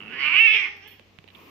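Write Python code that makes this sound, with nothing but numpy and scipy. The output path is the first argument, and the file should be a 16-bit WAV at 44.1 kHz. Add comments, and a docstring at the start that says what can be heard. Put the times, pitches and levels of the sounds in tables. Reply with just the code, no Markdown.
"""A cat yowling in a tiled room

Close by on the right, a rattling growl climbs into a shrill cry and turns hoarse as it falls; a thin
moan holds on and opens into a faint mew. Each call is a train of vocal-fold pulses filtered by the
resonances of a moving mouth. A pellet rings a collar bell, paws tap and scratch on the tiles, and
a soft rustle rises over the hum of the room."""
import sys
import numpy as np
from scipy import signal
from scipy.fft import rfft, irfft
from scipy.io import wavfile

SR = 44100
rng = np.random.default_rng(int(sys.argv[2]) if len(sys.argv) > 2 else 0)


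def materialize(psi):
    """Save the field psi as 16-bit PCM at rate SR to the path in sys.argv[1].

    A 1-D psi becomes a single channel; in a 2-D psi each row is a channel.
    """
    bounded = np.clip(np.atleast_2d(psi).T, -1, 1)
    quanta = np.round(bounded * 32767).astype(np.int16)
    wavfile.write(sys.argv[1], SR, quanta)


N = 66150
T = np.arange(N) / SR


def amp(db):
    """Amplitude ratio of a level in decibels."""
    return 10 ** (np.asarray(db) / 20)


def unit_rms(x):
    """Normalisation to an rms of 1."""
    return x / np.sqrt(np.mean(x ** 2) + 1e-20)


def curves(table):
    """Linear interpolation of each column of a time table at every sample."""
    times, *columns = np.transpose(table)
    return [np.interp(T, times, column) for column in columns]


def spectrum_at(table, hz, column=1):
    """Interpolation of one column of a spectrum table on a logarithmic frequency axis."""
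    table = np.array(table)
    return np.interp(np.log(hz + 1), np.log(table[:, 0] + 1), table[:, column])


def place(mix, start, sound, pan_db):
    """Interaural level difference: adds a sound at start seconds, pan_db stronger on the left."""
    part = mix[:, round(start * SR):][:, :len(sound)]
    part += amp([[pan_db / 2], [-pan_db / 2]]) * sound[:part.shape[1]]


def colour(x, table, column=1, size=4096):
    """Minimum-phase filtering: the phase follows from the log gain by the Hilbert transform."""
    hz = abs(np.fft.fftfreq(size, 1 / SR))
    log_gain = np.log(amp(spectrum_at(table, hz, column)))
    response = np.exp(np.conj(signal.hilbert(log_gain)))
    taps = np.fft.ifft(response).real[:size // 2]
    return signal.fftconvolve(x, taps)[:len(x)]


def resonate(x, hz, width_hz):
    """A damped resonator of unit peak gain whose centre frequency follows hz."""
    carrier = np.exp(2j * np.pi * np.cumsum(hz * np.ones(N)) / SR)
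    pole = np.exp(-np.pi * width_hz / SR)
    return 2 * (carrier * signal.lfilter([1 - pole], [1, -pole], x / carrier + 1e-18)).real


def drift(rate_hz):
    """Random modulation: low-pass Gaussian noise of rms 1."""
    low_pass = np.exp(-(np.fft.rfftfreq(N, 1 / SR) / rate_hz) ** 2)
    return unit_rms(irfft(rfft(rng.standard_normal(N)) * low_pass, N))


def stereo_noise(spectrum):
    """Partially coherent noise: the two ears are most alike near 300 Hz."""
    # Each row: frequency in Hz, correlation between left and right.
    coherence = [(50, 0.32), (300, .93), (700, 0.22), (2000, 0.19), (8000, 0.16)]
    hz = np.fft.rfftfreq(N, 1 / SR)
    left, independent = rfft(rng.standard_normal((2, N)))
    alike = spectrum_at(coherence, hz)
    right = alike * left + np.sqrt(1 - alike ** 2) * independent
    return unit_rms(irfft(np.array([left, right]) * amp(spectrum_at(spectrum, hz)), N))


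def background():
    """Broadband room noise and a late rustle lie over a hum modulated in frequency and amplitude."""
    # Each row of both: frequency in Hz, relative spectral density in dB.
    air_spectrum = [(25, -14.5), (60, 0.5), (100, -9.5), (160, 0), (300, -2.5), (600, -8), (1500, -16.5),
                    (2600, -9), (4000, -18), (6500, -25.5), (9000, -39.5), (15000, -39)]
    rustle_spectrum = [(60, -21), (220, -5), (450, -6), (700, -16.5), (1080, -4.5), (1550, -21.5),
                       (2500, -7), (3800, -22.5), (5500, -27), (9000, -40), (13500, -24.5), (15500, -27)]
    # Each row: time in seconds, level in dB.
    rustle_level = [(1.3, -69), (1.34, -57.5), (1.39, -51), (1.5, -51)]
    hum_hz = 94 + 2 * drift(2.9)
    hum = unit_rms(np.sin(2 * np.pi * np.cumsum(hum_hz) / SR) * (1 + 0.1 * drift(10)))
    air = amp(-58.5) * stereo_noise(air_spectrum)
    rustle = amp(curves(rustle_level)[0]) * stereo_noise(rustle_spectrum)
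    return air + amp(-64) * hum + rustle


def room(x):
    """Reverberation: dense early reflections from floor and furniture, then the tail of a hard room."""
    # Each row: frequency in Hz, time to decay by 60 dB in seconds.
    decay_times = [(150, .4), (420, 0.33), (900, 0.84), (2400, 0.43), (5000, .6), (12000, 0.21)]
    early_db, early_t60_s, tail_db = -9, 0.052, -13
    t = T[:SR]
    late, early = rng.standard_normal((2, 2, SR)) * np.clip((t - 0.002) / 0.004, 0, 1)
    hz, age, bands = signal.stft(late, SR, nperseg=256)
    decay = amp(-60 * age / spectrum_at(decay_times, hz)[:, None])
    tail = signal.istft(bands * decay, SR, nperseg=256)[1][:, :SR]
    early = early * amp(-60 * t / early_t60_s)
    response = amp(early_db) * early / np.linalg.norm(early[0])
    response += amp(tail_db) * tail / np.linalg.norm(tail[0])
    return signal.fftconvolve(x[None], response, axes=1)[:, :N]


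def collar_bell():
    """Modal vibration: a pellet ticks against a tiny metal shell and unsettles its decaying ring."""
    # Each row: start in seconds, level in dB.
    strikes = [(.385, -77.5), (0.574, -81), (.7644, -69.5), (.8764, -56), (0.906, -59)]
    # Each row: frequency in Hz, relative level in dB, time to decay by 60 dB in seconds.
    modes = [(4350, -11, .9), (5320, -19, .25), (10450, -20, .4), (14130, -2, .22), (14380, 0, .2)]
    out, t = np.zeros((2, N)), T[:SR // 2]
    for start, level_db in strikes:
        ring = np.zeros(len(t))
        for hz, mode_db, t60 in modes:
            mode = amp(mode_db - 60 * t / t60) * np.sin(2 * np.pi * (hz * t + rng.random()))
            flutter = 1 + 0.5 * drift(140)[:len(t)]
            ring += mode * flutter
        tick = amp(-8) * rng.standard_normal(len(t)) * np.exp(-t / 0.012)
        place(out, start, amp(level_db) * (ring + tick), pan_db=11)
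    return out


def paws():
    """Impact and friction on tile: a tap is a click and a damped thud, a scratch a gritty noise burst."""
    # Each row: start in seconds, click in dB, thud in dB, thud frequency in Hz, left minus right in dB.
    taps = [(0.9962, -39, -52.5, 529, -17), (1.1877, -34, -46, 158, -15.5), (1.242, -49, -58.5, 431, -28)]
    # Each row: start in seconds, peak level in dB, left minus right in dB.
    scratches = [(1.2775, -48, -24.5), (1.2855, -48, -28.5), (1.3025, -51.5, -26), (1.3488, -45, -24),
                 (1.3555, -45.5, -23), (1.3840, -55, -15)]
    # Each row of both: frequency in Hz, relative gain in dB.
    click_spectrum = [(100, -6.5), (900, -5.5), (2500, -10.5), (3800, -10), (5000, -22), (8000, -22.5),
                      (14000, -31)]
    scratch_spectrum = [(200, -3.5), (1400, -10.5), (2800, 6), (4000, -5.5), (5500, -31), (9000, -35),
                        (15000, -32)]
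    click_s, thud_s, scratch_s = 0.00033, 0.0022, 0.0042  # time constants of decay
    out, t = np.zeros((2, N)), T[:2048]
    for start, click_db, thud_db, thud_hz, pan_db in taps:
        click = colour(np.exp(-t / click_s) * np.cos(2 * np.pi * 2500 * t), click_spectrum)
        thud = np.sin(2 * np.pi * thud_hz * t) * t / thud_s * np.exp(1 - t / thud_s)
        place(out, start, amp(click_db) * click / abs(click).max() + amp(thud_db) * thud, pan_db)
    for start, level_db, pan_db in scratches:
        scratch = colour(rng.laplace(size=len(t)) * np.exp(-t / scratch_s), scratch_spectrum)
        place(out, start, amp(level_db) * scratch / abs(scratch).max(), pan_db)
    return out


def rasp():
    """Aperiodic energy: a low band of noise around the fundamental of the voice."""
    # Each row: frequency in Hz, relative gain in dB.
    spectrum = [(40, -27), (130, -8), (230, -9), (380, -4), (550, -17), (900, -15.5), (2000, -49)]
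    # Each row: time in seconds, level in dB.
    level = [(0, -50.5), (.15, -51), (.33, -51), (.43, -65.5), (.5, -65), (.55, -52), (.63, -61.5),
             (.75, -65), (.9, -132)]
    return unit_rms(colour(rng.standard_normal(N), spectrum)) * amp(curves(level)[0])


def vocal_folds(cycles, hz, roughness, halving):
    """Glottal source: uneven pulses with puffs of breath; weakening every second adds a subharmonic."""
    onsets = np.flatnonzero(np.diff(np.floor(cycles)))
    jitter, shimmer, breath = 0.075 * roughness[onsets], 0.37 * roughness[onsets], 0.6 * roughness
    timing, strength = rng.standard_normal((1000, 2))[:len(onsets)].T
    period = SR / hz[onsets]
    position = np.clip(onsets + jitter * timing * period, 0, N - 2)
    height = np.exp(shimmer * (strength - shimmer))
    height *= 1 - halving[onsets] * (np.arange(len(onsets)) % 2)
    height *= np.sqrt(2 * period / (1 + (1 - halving[onsets]) ** 2))  # keeps the mean power steady
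    sample, fraction = position.astype(int), position % 1
    pulses = np.bincount(sample, height * (1 - fraction), N)
    pulses += np.bincount(sample + 1, height * fraction, N)
    puff_s = 0.0024
    puff_envelope = signal.lfilter([1], [1, -np.exp(-1 / (puff_s * SR))], pulses)
    puffs = unit_rms(rng.standard_normal(N) * puff_envelope)
    return (pulses + breath * puffs) / np.hypot(1, breath)


def vocal_tract(source):
    """Formant filtering: three moving and two stationary resonances, then the colour of the throat."""
    # Each row: time in seconds, lower, upper and top formant in Hz, throaty, bright and top gain in dB.
    mouth = [(0, 1216, 2836, 4600, 0, -24, 3.6), (.085, 1333, 2630, 4850, 5.5, -20, 4.8),
             (.14, 1652, 2850, 4770, 10, -30.5, 5.4), (.205, 2050, 3024, 4690, 18.5, -24, 24),
             (.26, 2283, 2737, 4180, 19, -35, 10), (.37, 2323, 2725, 4550, 12, -35, 1.5),
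             (.44, 2430, 2635, 5040, -26.5, 3.5, 2), (.55, 2390, 2560, 5180, -26.5, 31.5, 26),
             (.66, 2080, 2330, 6100, 12, 0.5, 16), (.80, 1640, 2380, 5734, -18, -0.5, 41),
             (.87, 1760, 2427, 5550, -11.5, 27.5, 23.9)]
    # Each row: time in seconds, gain in dB of the upper formant, which makes the cry piercing.
    upper_gain = [(0, 15.5), (.14, 7.5), (.26, 17), (.32, 9.5), (.37, 19), (.46, 17.5), (.49, 15),
                  (.56, 22), (.66, 1.5), (.85, 8)]
    # Each row: frequency in Hz, relative gain in dB.
    throat = [(100, -50.5), (600, -36.5), (850, -24.5), (1150, -13), (1750, -8.5), (2150, -2.5),
              (2700, 4.5), (3000, 1.5), (3400, -8.5), (4000, -17), (5000, -25.5), (6200, -41), (7500, -55),
              (15000, -61)]
    lower_hz, upper_hz, top_hz, throaty_db, bright_db, top_db = curves(mouth)
    # Each row: centre in Hz, bandwidth in Hz, gain in dB.
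    formants = [(1164, 600, throaty_db), (lower_hz, 184, 18), (upper_hz, 222, curves(upper_gain)[0]),
                (3378, 313, bright_db), (top_hz, 530, top_db)]
    ringing = sum(amp(db) * resonate(source, hz, width_hz) for hz, width_hz, db in formants)
    return unit_rms(colour(source + ringing, throat))


def call(contour):
    """Source and filter: the folds drive the tract. Returns the cry and its two clean low partials."""
    hz, cry_db, roughness, halving, low_db = curves(contour)
    roughness, halving = np.clip([roughness, halving], 0, 1)
    waver = 0.02 * (roughness + 0.53) * drift(70)
    cycles = np.cumsum(hz * (1 + waver)) / SR
    cry = vocal_tract(vocal_folds(cycles, hz, roughness, halving)) * amp(cry_db)
    octave = amp(1) * (1 - roughness) * np.sin(4 * np.pi * cycles)
    low = unit_rms(np.sin(2 * np.pi * cycles) + octave) * amp(low_db)
    start, end = contour[0][0], contour[-1][0]
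    gate = np.clip(np.minimum(T - start, end - T) / 0.004, 0, 1)
    return np.array([cry, low]) * gate


def cat():
    """Direct and reflected sound: the calls, shaded toward the right ear, over a low rasp."""
    # Each row of both: time in seconds, pitch in Hz, relative cry level in dB, roughness (full at 1),
    # weakening of every second pulse from 0 to 1, relative level of the low partials in dB.
    yowl_contour = [(0, 199.7, -39, 0.96, 0.95, -51.5), (.085, 220.2, -37.5, 0.95, 0.5, -45),
                    (.13, 250.9, -28, 0.56, 0.1, -52), (.195, 275.2, -28, 0.48, 0, -54.5),
                    (.24, 281.2, -18.5, 0.53, 0.5, -53.5), (.305, 322.1, -21, 0.23, 0.2, -58.5),
                    (.345, 375.5, -16, 0.37, 0, -48.5), (.385, 421.2, -12.5, 0, 0.4, -51),
                    (.42, 446, -12.5, .06, 0, -47.5), (.46, 454.6, -12.5, .06, .04, -47.5),
                    (.478, 421.5, -14.5, .18, 0, -51), (.515, 428.1, -19.5, 0.1, 0.1, -54),
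                    (.548, 444.8, -22.5, .3, 0, -42.5), (.585, 407.7, -21, .4, 0, -50),
                    (.62, 368.3, -20.5, .5, 0.1, -82), (.67, 321.7, -26, 0.9, 0, -54),
                    (.71, 288.1, -37.5, 1.1, .8, -78), (.76, 285.5, -52, 0, .8, -102)]
    mew_contour = [(.57, 424.3, -73, 0.033, 0, -58.5), (.66, 411.5, -70.5, .1, 0.019, -53.5),
                   (.73, 406, -61.5, 0.23, 0, -58), (.79, 395.1, -61, 0.11, 0, -62),
                   (.83, 390, -43, .1, .05, -65), (.865, 432.6, -44, 0.12, .05, -55),
                   (.895, 431.1, -51, 0.66, 0.15, -69), (.95, 390, -50.5, .6, .3, -58.5)]
    # Each row: frequency in Hz, gain at the left ear in dB, gain at the right ear in dB.
    ear_gains = [(200, -0.5, -3.5), (600, 1, 7.5), (1288, -12.5, -0.5), (2197, -7, 5.5), (2570, -13.5, 2),
                 (3566, -16.5, -2.5), (4450, -7.5, -2), (5360, -1, -5.5), (9200, -2, 2)]
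    yowl, yowl_low = call(yowl_contour)
    mew, mew_low = call(mew_contour)
    distant_mew = mew + amp(6.5) * room(mew)[0]  # farther off, so more comes by way of the room
    cry, low = yowl + amp(-3.5) * distant_mew, yowl_low + mew_low
    left, right = cry + room(cry) * amp([[12.5], [0]])  # the far ear hears more of the room
    left, right = colour(left, ear_gains, column=1), colour(right, ear_gains, column=2)
    right_lag_s = 0.00003
    shaded = np.array([left, np.interp(T - right_lag_s, T, right)])
    return shaded + rasp() + low + amp(0.5) * room(low)


def scene():
    """Superposition of the cat, its paws and bell with their faint reflections, and the background."""
    movement = paws() + collar_bell()
    return cat() + movement + amp(-19) * room(movement.mean(0)) + background()


def record(dry):
    """Band limiting: a linear-phase low-pass filter cuts the treble above 15.6 kHz."""
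    low_pass = signal.firwin(511, 15600, window=("kaiser", 9), fs=SR)
    return signal.oaconvolve(dry, low_pass[None], "same")


dry = scene()
out = record(dry)
materialize(out)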